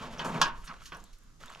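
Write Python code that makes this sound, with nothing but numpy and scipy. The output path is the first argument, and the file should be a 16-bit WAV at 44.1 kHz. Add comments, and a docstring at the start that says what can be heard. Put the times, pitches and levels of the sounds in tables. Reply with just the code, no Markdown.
"""A corrugated metal sheet is dragged over dry dirt in an open yard and tipped upright: grit scrapes and rings in it
(grain impulses through resonances), it booms as it flexes (resonant noise) and knocks on stones (decaying modes, dense
clang, crack). It scuffs up dirt (short noise hisses) and pebbles tick off it (short tones with a crack).
Light wind (low noise, single buffets) hits the two microphone ports over a faint outdoor hiss (shaped noise)."""
import sys
import numpy as np
from scipy import signal
from scipy.fft import rfft, irfft, next_fast_len
from scipy.io import wavfile
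from scipy.ndimage import map_coordinates

SR = 44100
rng = np.random.default_rng(int(sys.argv[2]) if len(sys.argv) > 2 else 0)


def to_linear_factor(level_db):
    """Convert decibel levels (scalar or array-like) to linear amplitude factors."""
    exponent = np.asarray(level_db, float) / 20
    return 10 ** exponent


def bounce(signal):
    """Save signal as a 16-bit WAV file at the path given by the first command-line argument."""
    frames = np.transpose(np.atleast_2d(signal))
    limited = np.clip(frames, -1, 1)
    pcm = np.round(limited * 32767).astype(np.int16)
    wavfile.write(sys.argv[1], SR, pcm)


N = 70560  # samples, 1.6 s


def unit(x):
    """Scales to an rms of 1."""
    return x / np.sqrt(np.mean(x ** 2) + 1e-20)


def along(points, hz):
    """Interpolates (frequency [Hz], value) points on a log frequency axis."""
    f, v = np.transpose(points)
    return np.interp(np.log(hz + 1), np.log(f + 1), v)


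def curves(rows):
    """One value per sample for each column after the time."""
    s, *columns = np.transpose(rows)
    return [np.interp(np.arange(N) / SR, s, column) for column in columns]


def wobble(knots_per_s):
    """A smooth random curve."""
    knots = rng.standard_normal(int(N * knots_per_s / SR) + 4)
    return map_coordinates(knots, [np.arange(N) * knots_per_s / SR])


def filtered(x, response):
    """x times a complex response of frequency."""
    n = x.shape[-1]
    m = next_fast_len(n + SR // 4)
    return irfft(rfft(x, m) * response(np.fft.rfftfreq(m, 1 / SR)), m)[..., :n]


def coloured(x, spectrum):
    """x filtered by a (frequency [Hz], level [dB]) spectrum."""
    return filtered(x, lambda hz: to_linear_factor(along(spectrum, hz)))


def resonances(table):
    """Causal response of damped resonances in parallel, signs alternating."""
    def response(f):
        return sum((-1) ** k * to_linear_factor(db) * 1j * f * width / (c * c - f * f + 1j * f * width)
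                   for k, (c, width, db) in enumerate(table))
    return response


def bell(centre_hz, width_oct):
    """Gaussian band on an octave axis."""
    return lambda hz: np.exp(-0.5 * (np.log2((hz + 1) / centre_hz) / width_oct) ** 2)


def octaves(hz):
    """Octaves above 1 kHz."""
    return np.log2((hz + 1) / 1000)


def dying(t60s, count):
    """Half a second of noise in which each frequency dies at its own speed."""
    hz, t, z = signal.stft(rng.standard_normal((count, SR // 2)), SR, nperseg=128)
    z = z * to_linear_factor(-60 * t / t60s(hz)[:, None])
    return signal.istft(z, SR, nperseg=128)[1][:, :SR // 2]


def pair(spectrum, alike):
    """Two noises of one colour, their correlation set by alike."""
    a, b = coloured(rng.standard_normal((2, N)), spectrum)
    u = np.arccos(alike) / 2
    return unit(np.array([np.cos(u) * a + np.sin(u) * b, np.cos(u) * a - np.sin(u) * b]))


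def add(out, s, x):
    """Mixes x in at time s."""
    i = round(s * SR)
    out[..., i:i + x.shape[-1]] += x[..., :out.shape[-1] - i]


# hiss spectrum: (frequency [Hz], relative level [dB per Hz])
HISS_SPECTRUM = [(150, -32.5), (250, -2), (415, -6.5), (702, -14), (978, -13), (1070, -22.5), (1170, -8),
                 (1540, -11), (2350, -18.5), (7190, -12.5), (8560, -15.5), (12100, -22), (15000, -26.5),
                 (16400, -51.5)]
HISS_DB, HISS_ALIKE = -66.5, 0.22


def yard_hiss():
    """Outdoor hiss: shaped noise, slightly unsteady, mostly unlike at the two ports."""
    level_db = HISS_DB + 0.73 * wobble(13.3)
    return to_linear_factor(level_db) * pair(HISS_SPECTRUM, HISS_ALIKE) * to_linear_factor([[-0.6], [0.6]])


# wind on the ports: (time [s], mean level [dB])
GUSTS = [(0.0, -51.5), (0.352, -50.5), (0.418, -46.5), (0.654, -50), (0.68, -57), (0.836, -53),
         (0.908, -51.5), (0.958, -51.5), (1.154, -60), (1.202, -57.5), (1.242, -53.5), (1.296, -56),
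         (1.434, -55), (1.6, -58)]
# wind spectrum: (frequency [Hz], relative level [dB per Hz])
RUMBLE = [(6, -35.5), (14, -0.5), (28, -10), (48, -14), (70, -23.5), (130, -23), (250, -31.5), (400, -53.5),
          (700, -120)]
# single buffets: (time [s], mean peak level [dB], length [s])
PUFFS = [(.533, -50, 0.012), (0.591, -38.5, 0.015), (0.643, -37.5, 0.02), (0.771, -48, 0.019),
         (0.897, -53, 0.013), (1.138, -42, 0.021), (1.451, -47, 0.042)]
WIND_ALIKE = 0.79


def wind():
    """Turbulent pressure on the ports: low noise plus single pressure swings, stronger on the right."""
    gust_db, = curves(GUSTS)
    gusts = to_linear_factor(gust_db + 0.61 * wobble(12.1)) * pair(RUMBLE, WIND_ALIKE)
    t = np.arange(N) / SR
    puffs = np.zeros(N)
    for s, db, length_s in PUFFS:
        u = 2 * (t - s) / length_s
        puffs += to_linear_factor(db) * (1 - u * u) * np.exp(-u * u / 2)
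    return (gusts + puffs) * to_linear_factor([[-1.8], [1.8]])


# dirt thrown up: (time [s], level [dB], centre [Hz], t60 [s], width [octaves])
SCUFFS = [(.02, -50, 4670, 0.098, 0.7), (.181, -49.5, 5700, 0.11, 0.14), (0.244, -45.5, 7300, 0.27, 0.4),
          (0.641, -52.5, 8460, 0.2, 0.3), (0.649, -57, 11000, 0.086, .6), (0.672, -47, 4740, 0.088, 0.33),
          (0.734, -56.5, 5000, 0.057, 0.64), (0.854, -46.5, 5200, 0.15, 0.73),
          (0.943, -62, 6550, 0.13, 0.68), (1.128, -58, 4150, 0.12, 0.99), (1.0, -53, 5600, 0.037, 0.62),
          (1.05, -68, 3700, 0.5, 0.17), (.34, -56, 5700, 0.33, 0.57), (.343, -45.5, 2250, 0.19, 0.16)]
SCUFF_RISE_S = 0.0018


def scuffs():
    """Thrown dirt: dense fine grains with a quick rise, dying away."""
    out, t = np.zeros(N), np.arange(SR // 3) / SR
    for s, db, centre_hz, t60_s, width_oct in SCUFFS:
        fine = rng.standard_normal(len(t)) * to_linear_factor(1.1 * rng.exponential(size=len(t)))
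        hiss = unit(filtered(fine, bell(centre_hz, width_oct)))
        add(out, s, to_linear_factor(db - 60 * t / t60_s) * (1 - np.exp(-t / SCUFF_RISE_S)) * hiss)
    return out


# single pebbles: (time [s], level [dB], frequency [Hz], t60 [s])
TICKS = [(0.7137, -29, 1250, 0.015), (0.7244, -35, 1140, 0.015), (0.741, -38.5, 1420, 0.014),
         (0.77, -45, 2370, 0.0042), (.819, -41, 1345, 0.022), (0.708, -35, 1200, 0.012),
         (0.947, -43.5, 5750, 0.018), (0.969, -43, 9600, .008), (1.04, -37.5, 7500, 0.0046),
         (1.186, -49.5, 9260, 0.0055), (1.236, -51.5, 9570, 0.0048), (1.413, -43.5, 1240, 0.019),
         (1.437, -36, 1400, 0.016), (1.459, -39.5, 6960, 0.0063), (1.481, -42.5, 3550, 0.023),
         (1.497, -40, 1480, 0.0068), (1.5, -42, 7580, 0.013), (1.502, -30.5, 1250, 0.0083),
         (1.515, -40, 1060, 0.011), (1.527, -44, 1280, 0.041), (1.537, -38, 1450, 0.0057),
         (1.5495, -34, 2690, 0.005), (1.559, -31.5, 920, 0.0044)]
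TICK_CRACK_DB, TICK_CRACK_T60_S, TICK_RISE_S = -0.5, 0.0044, 0.00036  # crack level relative to the ring


def ticks():
    """A pebble: one short ring with a small noise crack."""
    out, t = np.zeros(N), np.arange(SR // 20) / SR
    for s, db, hz, t60_s in TICKS:
        ring = to_linear_factor(-60 * t / t60_s) * np.sin(2 * np.pi * hz * t)
        crack = unit(filtered(rng.standard_normal(len(t)), bell(hz, 0.7)))
        x = ring + to_linear_factor(TICK_CRACK_DB - 60 * t / TICK_CRACK_T60_S) * crack
        add(out, s, to_linear_factor(db) * x * (1 - np.exp(-t / TICK_RISE_S)))
    return out


# blows on stones: (time [s], level [dB], brightness [dB per octave], damping factor, free ringing share [0-1])
KNOCKS = [(0.193, -25.5, 7, 0.95, 0), (.197, -24.5, -4.5, 1.17, 0.54), (.247, -27.5, -5, 0.6, 0.68),
          (0.34, -34, -8, 0.73, 1), (.4145, -10.5, 1.35, 1.68, 0.9), (.427, -18, -2, 1.17, 0.92),
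          (.456, -22, -2, 0.71, 0.37), (0.676, -37, -1, 1.3, 0.32), (0.856, -43.5, 5, 0.62, 0.25),
          (.920, -30, -3, 0.92, 0.26)]
# clear modes: (frequency [Hz], relative level [dB], t60 at damping factor 1 [s])
RING = [(835, -15, .15), (929, 0, .32), (1051, -4, .25), (1104, -3, .26), (1410, -6, .26), (1517, -5, .2),
        (1647, -5, .36), (1740, -13, .2), (2447, -12, .2), (2640, -16, .26), (2800, -16, .36),
        (3038, -10, .28), (3225, -15, .15), (3386, -7, .09), (3505, -5, .1), (3990, -8, .06),
        (4545, -11, .1), (5030, -9, .09), (5224, -5, .075), (5640, -10, .12), (6110, -18, .1)]
# modes too dense to tell apart: (frequency [Hz], relative level [dB per Hz])
CLANG = [(180, -55), (300, -37), (830, -25.5), (1040, 2.5), (1260, -8.5), (1370, -7.5), (1630, -10),
         (2050, -28.5), (2470, -18), (4820, -13), (5420, -14.5), (10900, -26.5), (16400, -46.5)]
# their decay: (frequency [Hz], t60 at damping factor 1 [s])
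CLANG_T60 = [(500, 0.42), (1200, 0.24), (3000, 0.15), (6000, 0.13), (9000, 0.081), (14000, 0.04)]
# blow with the sheet held fast in the dirt: (frequency [Hz], relative level [dB per Hz])
THUD = [(120, -48.5), (200, -18.5), (496, -17), (693, -30), (965, -4), (1060, -7.5), (1180, 2),
        (1310, -14.5), (1460, 0.5), (1950, -4.5), (2220, -13.5), (2450, -7), (3050, -5.5), (3400, -13),
        (4470, -22), (9000, -49.5), (11700, -54), (19800, -120)]
RING_DB, CLANG_DB, CRACK_DB = -10.5, -12, 0  # relative to the level of the blow
CRACK_T60_S, RISE_S = 0.016, 0.0012
BEND_RAD_PER_KHZ = 0.22  # the moving sheet bends its modes


def knocks():
    """Each blow rings the clear modes anew, over a dense clang and a crack; a held sheet thuds instead."""
    out, t = np.zeros(N), np.arange(SR // 2) / SR
    for s, db, tilt, damp, free in KNOCKS:
        drift = BEND_RAD_PER_KHZ * map_coordinates(rng.standard_normal(24), [40 * t])
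        ring = np.zeros(len(t))
        for hz, mode_db, t60_s in RING:
            decay_db = mode_db + tilt * octaves(hz) + rng.normal() - 60 * t * damp / t60_s
            phase = rng.uniform(0, 2 * np.pi) + drift * hz / 1000 * rng.normal()
            ring += to_linear_factor(decay_db) * np.sin(2 * np.pi * hz * t + phase)

        def colour(hz):
            return to_linear_factor(free * along(CLANG, hz) + (1 - free) * along(THUD, hz) + tilt * octaves(hz))

        clang = filtered(dying(lambda hz: along(CLANG_T60, hz) / damp, count=1)[0], colour)
        clang = clang / clang[:SR // 100].std()
        crack = unit(filtered(rng.standard_normal(len(t)), colour)) * to_linear_factor(-60 * t / CRACK_T60_S)
        x = to_linear_factor(RING_DB) * free * ring + to_linear_factor(CLANG_DB) * clang + to_linear_factor(CRACK_DB) * crack
        add(out, s, to_linear_factor(db) * x * (1 - np.exp(-t / RISE_S)))
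    return out


GRIT_PER_S, GRIT_SPREAD_DB, FINE_SHARE = 1200, 3, 0.4  # typical grain rate


def grit():
    """Clumped grains of uneven size, as single pushes, over fine sand."""
    when, size, sign = rng.random((3, N))
    hits = when < GRIT_PER_S * to_linear_factor(3 * wobble(60)) / SR
    grains = hits * to_linear_factor(-GRIT_SPREAD_DB * np.log(size + 0.0052)) * np.sign(sign - 0.5)
    return (1 - FINE_SHARE) * unit(grains) + FINE_SHARE * rng.standard_normal(N)


# edge on the ground: (time [s], ringing scrape before tilt [dB], brightness [dB per octave],
# ploughed dirt [dB], flexing boom [dB])
DRAG = [(0.0, -48.5, 1, -53.5, -38), (0.04, -45, 1.6, -46, -46.5), (0.102, -54, 2.2, -51.5, -48.5),
        (0.132, -54.5, 3.5, -48.5, -44), (0.164, -52.5, 1.5, -54.5, -56), (0.198, -46, 1.5, -45, -50),
        (0.236, -42.5, -0.9, -46.5, -46.5), (0.258, -41.5, -3.5, -36.5, -42.5),
        (0.32, -48, 1.6, -44.5, -42), (0.362, -41.5, 0.7, -40, -34.5), (0.396, -44.5, -0.7, -39.5, -45.5),
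        (0.418, -46, 5.5, -40, -40), (0.484, -50.5, 3.5, -45.5, -54), (0.51, -55, -5.5, -59.5, -51),
        (0.576, -64.5, 6, -60, -58), (0.61, -76, 9.5, -78, -70), (0.64, -55, 1, -68, -64),
        (0.66, -63, 7, -75, -71.5), (0.694, -44.5, -7, -67, -49), (0.72, -50, -0.5, -54.5, -62),
        (0.788, -61, 0.2, -70, -67.5), (0.82, -62.5, 5.5, -65.5, -63), (0.87, -76, 10.5, -96, -73),
        (0.904, -74, 2, -96, -99), (0.926, -78.5, 10, -53.5, -57.5), (1.022, -70.5, 5, -66, -60.5),
        (1.174, -73.5, 1, -84.5, -86), (1.286, -70, -0.5, -92.5, -79), (1.37, -75.5, -4.5, -84.5, -81),
        (1.385, -91, 4, -93, -82), (1.405, -63.5, 6.5, -64, -68), (1.43, -57.5, 4.5, -57.5, -60.5),
        (1.45, -58.5, 3, -71, -62), (1.49, -59.5, 3, -60.5, -77), (1.525, -57.5, 4, -65, -63),
        (1.55, -63.5, 5, -65, -67), (1.6, -54, 1.5, -59, -72)]
# grit heard through the sheet: (frequency [Hz], relative level [dB per Hz])
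SCRAPE = [(250, -71.5), (410, -52), (700, -22.5), (830, -11), (1310, -0.5), (1970, -2.5), (2560, -10.5),
          (5840, -16), (7490, -16.5), (12200, -28.5), (14400, -50), (16000, -53.5)]
# sheet modes damped by the dirt: (frequency [Hz], width [Hz], relative level [dB])
BODY = [(980, 96, 10), (1120, 58, 16), (1330, 200, 3), (1543, 33, 10), (1701, 36, 0.5), (2340, 470, -24.5),
        (2952, 1150, 3.5)]
# soil pushed by the edge: (frequency [Hz], relative level [dB per Hz])
DIRT = [(160, -27), (280, -6), (612, 1), (698, -0.5), (774, -4), (900, 2.5), (1170, -22), (1980, -120)]
# flexing modes, response squared in use: (frequency [Hz], width [Hz], relative level before squaring [dB])
FLEX = [(159.5, 18, -4), (252, 44, -3.5), (123, 115, -8.5)]
BODY_SHARE = 0.45


def drag():
    """Grit rings in the dirt-damped sheet, brighter or duller with the tilt; soil rasps, the flexing sheet booms."""
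    scrape_db, tilt, dirt_db, boom_db = curves(DRAG)
    body = resonances(BODY)

    def through_sheet(hz):
        return to_linear_factor(along(SCRAPE, hz)) * (1 - BODY_SHARE + BODY_SHARE * 2 * body(hz))

    scrape = unit(filtered(grit(), through_sheet))
    hz, t, z = signal.stft(scrape, SR, nperseg=256)
    frame_tilt = np.interp(t, np.arange(N) / SR, tilt)
    z = z * to_linear_factor(octaves(np.maximum(hz, 500))[:, None] * frame_tilt)
    scrape = signal.istft(z, SR, nperseg=256)[1][:N]
    dirt = unit(coloured(grit(), DIRT))
    boom = unit(filtered(rng.standard_normal(N), lambda hz: resonances(FLEX)(hz) ** 2))
    return to_linear_factor(scrape_db) * scrape + to_linear_factor(dirt_db) * dirt + to_linear_factor(boom_db) * boom


# the sheet swings across: (time [s], left over right [dB])
PAN = [(0.0, 0), (0.56, 0.0), (0.802, -1.5), (1.042, -1.0), (1.068, 0), (1.118, -1), (1.6, -1.5)]


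def swing(sheet):
    """Splits the level between left and right as the sheet moves."""
    pan_db, = curves(PAN)
    return sheet * to_linear_factor(np.array([pan_db, -pan_db]) / 2)


# ground and walls of the yard: (frequency [Hz], t60 [s])
YARD = [(300, 0.45), (2000, 0.17), (6000, 0.083), (12000, 0.0067)]
# scattered over direct sound: (frequency [Hz], level [dB])
WET = [(150, -20), (800, -20), (1300, -14.5), (4500, -7), (9000, -7.5), (12500, -1)]


def yard_echo(sheet):
    """Scattered sound: a decaying noise tail for each side, 60 samples late, treble dying sooner."""
    tail = dying(lambda hz: along(YARD, hz), count=2)
    tail = tail / tail[:, :64].std()

    def level(hz):
        unit_energy = np.sqrt(2 * np.log(1000) / along(YARD, hz) / SR)
        return to_linear_factor(along(WET, hz)) * unit_energy

    late = np.pad(sheet.mean(0), (60, 0))[None]
    return signal.fftconvolve(late, filtered(tail, level), axes=1)[:, :N]


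# pair of ports: (frequency [Hz], left lead [rad], left over right [dB])
PORTS = [(0, 0, 0), (1030, -.55, .5), (1720, -1.05, -2.5), (2410, -.25, -.5), (3100, -.75, 1),
         (3790, -1.05, -1), (4480, -.7, -3.5), (5170, -.1, -1.5), (5860, -.6, 2), (7240, -.7, -2),
         (8600, -.1, -.5), (10700, -.2, 4.5), (12400, -.9, 5), (16000, -.5, 4)]


def ports(x):
    """Phase and level difference between the two ports, split evenly over both."""
    side = np.array([[0.5], [-0.5]])
    f, lead_rad, balance_db = np.transpose(PORTS)

    def response(hz):
        return np.exp(1j * side * np.interp(hz, f, lead_rad)) * to_linear_factor(side * np.interp(hz, f, balance_db))

    return filtered(x, response)


def scene():
    """The swinging sheet and its yard echo reach the two ports, over wind and hiss."""
    sheet = swing(drag() + scuffs() + ticks() + knocks())
    return ports(sheet + yard_echo(sheet)) + (wind() + yard_hiss())


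def band_limit(x):
    """A steep low-pass at the top of the band."""
    return signal.sosfilt(signal.butter(12, 16500, fs=SR, output="sos"), x)


# treble loss of the microphone: (frequency [Hz], level [dB])
MIC = [(6800, 0), (8300, -6.5), (12500, -2.5), (14500, -12.5), (16000, -20.5)]


def record(dry):
    """The microphone loses treble."""
    mix = coloured(dry, MIC)
    return band_limit(mix)


dry = scene()
out = record(dry)
bounce(out)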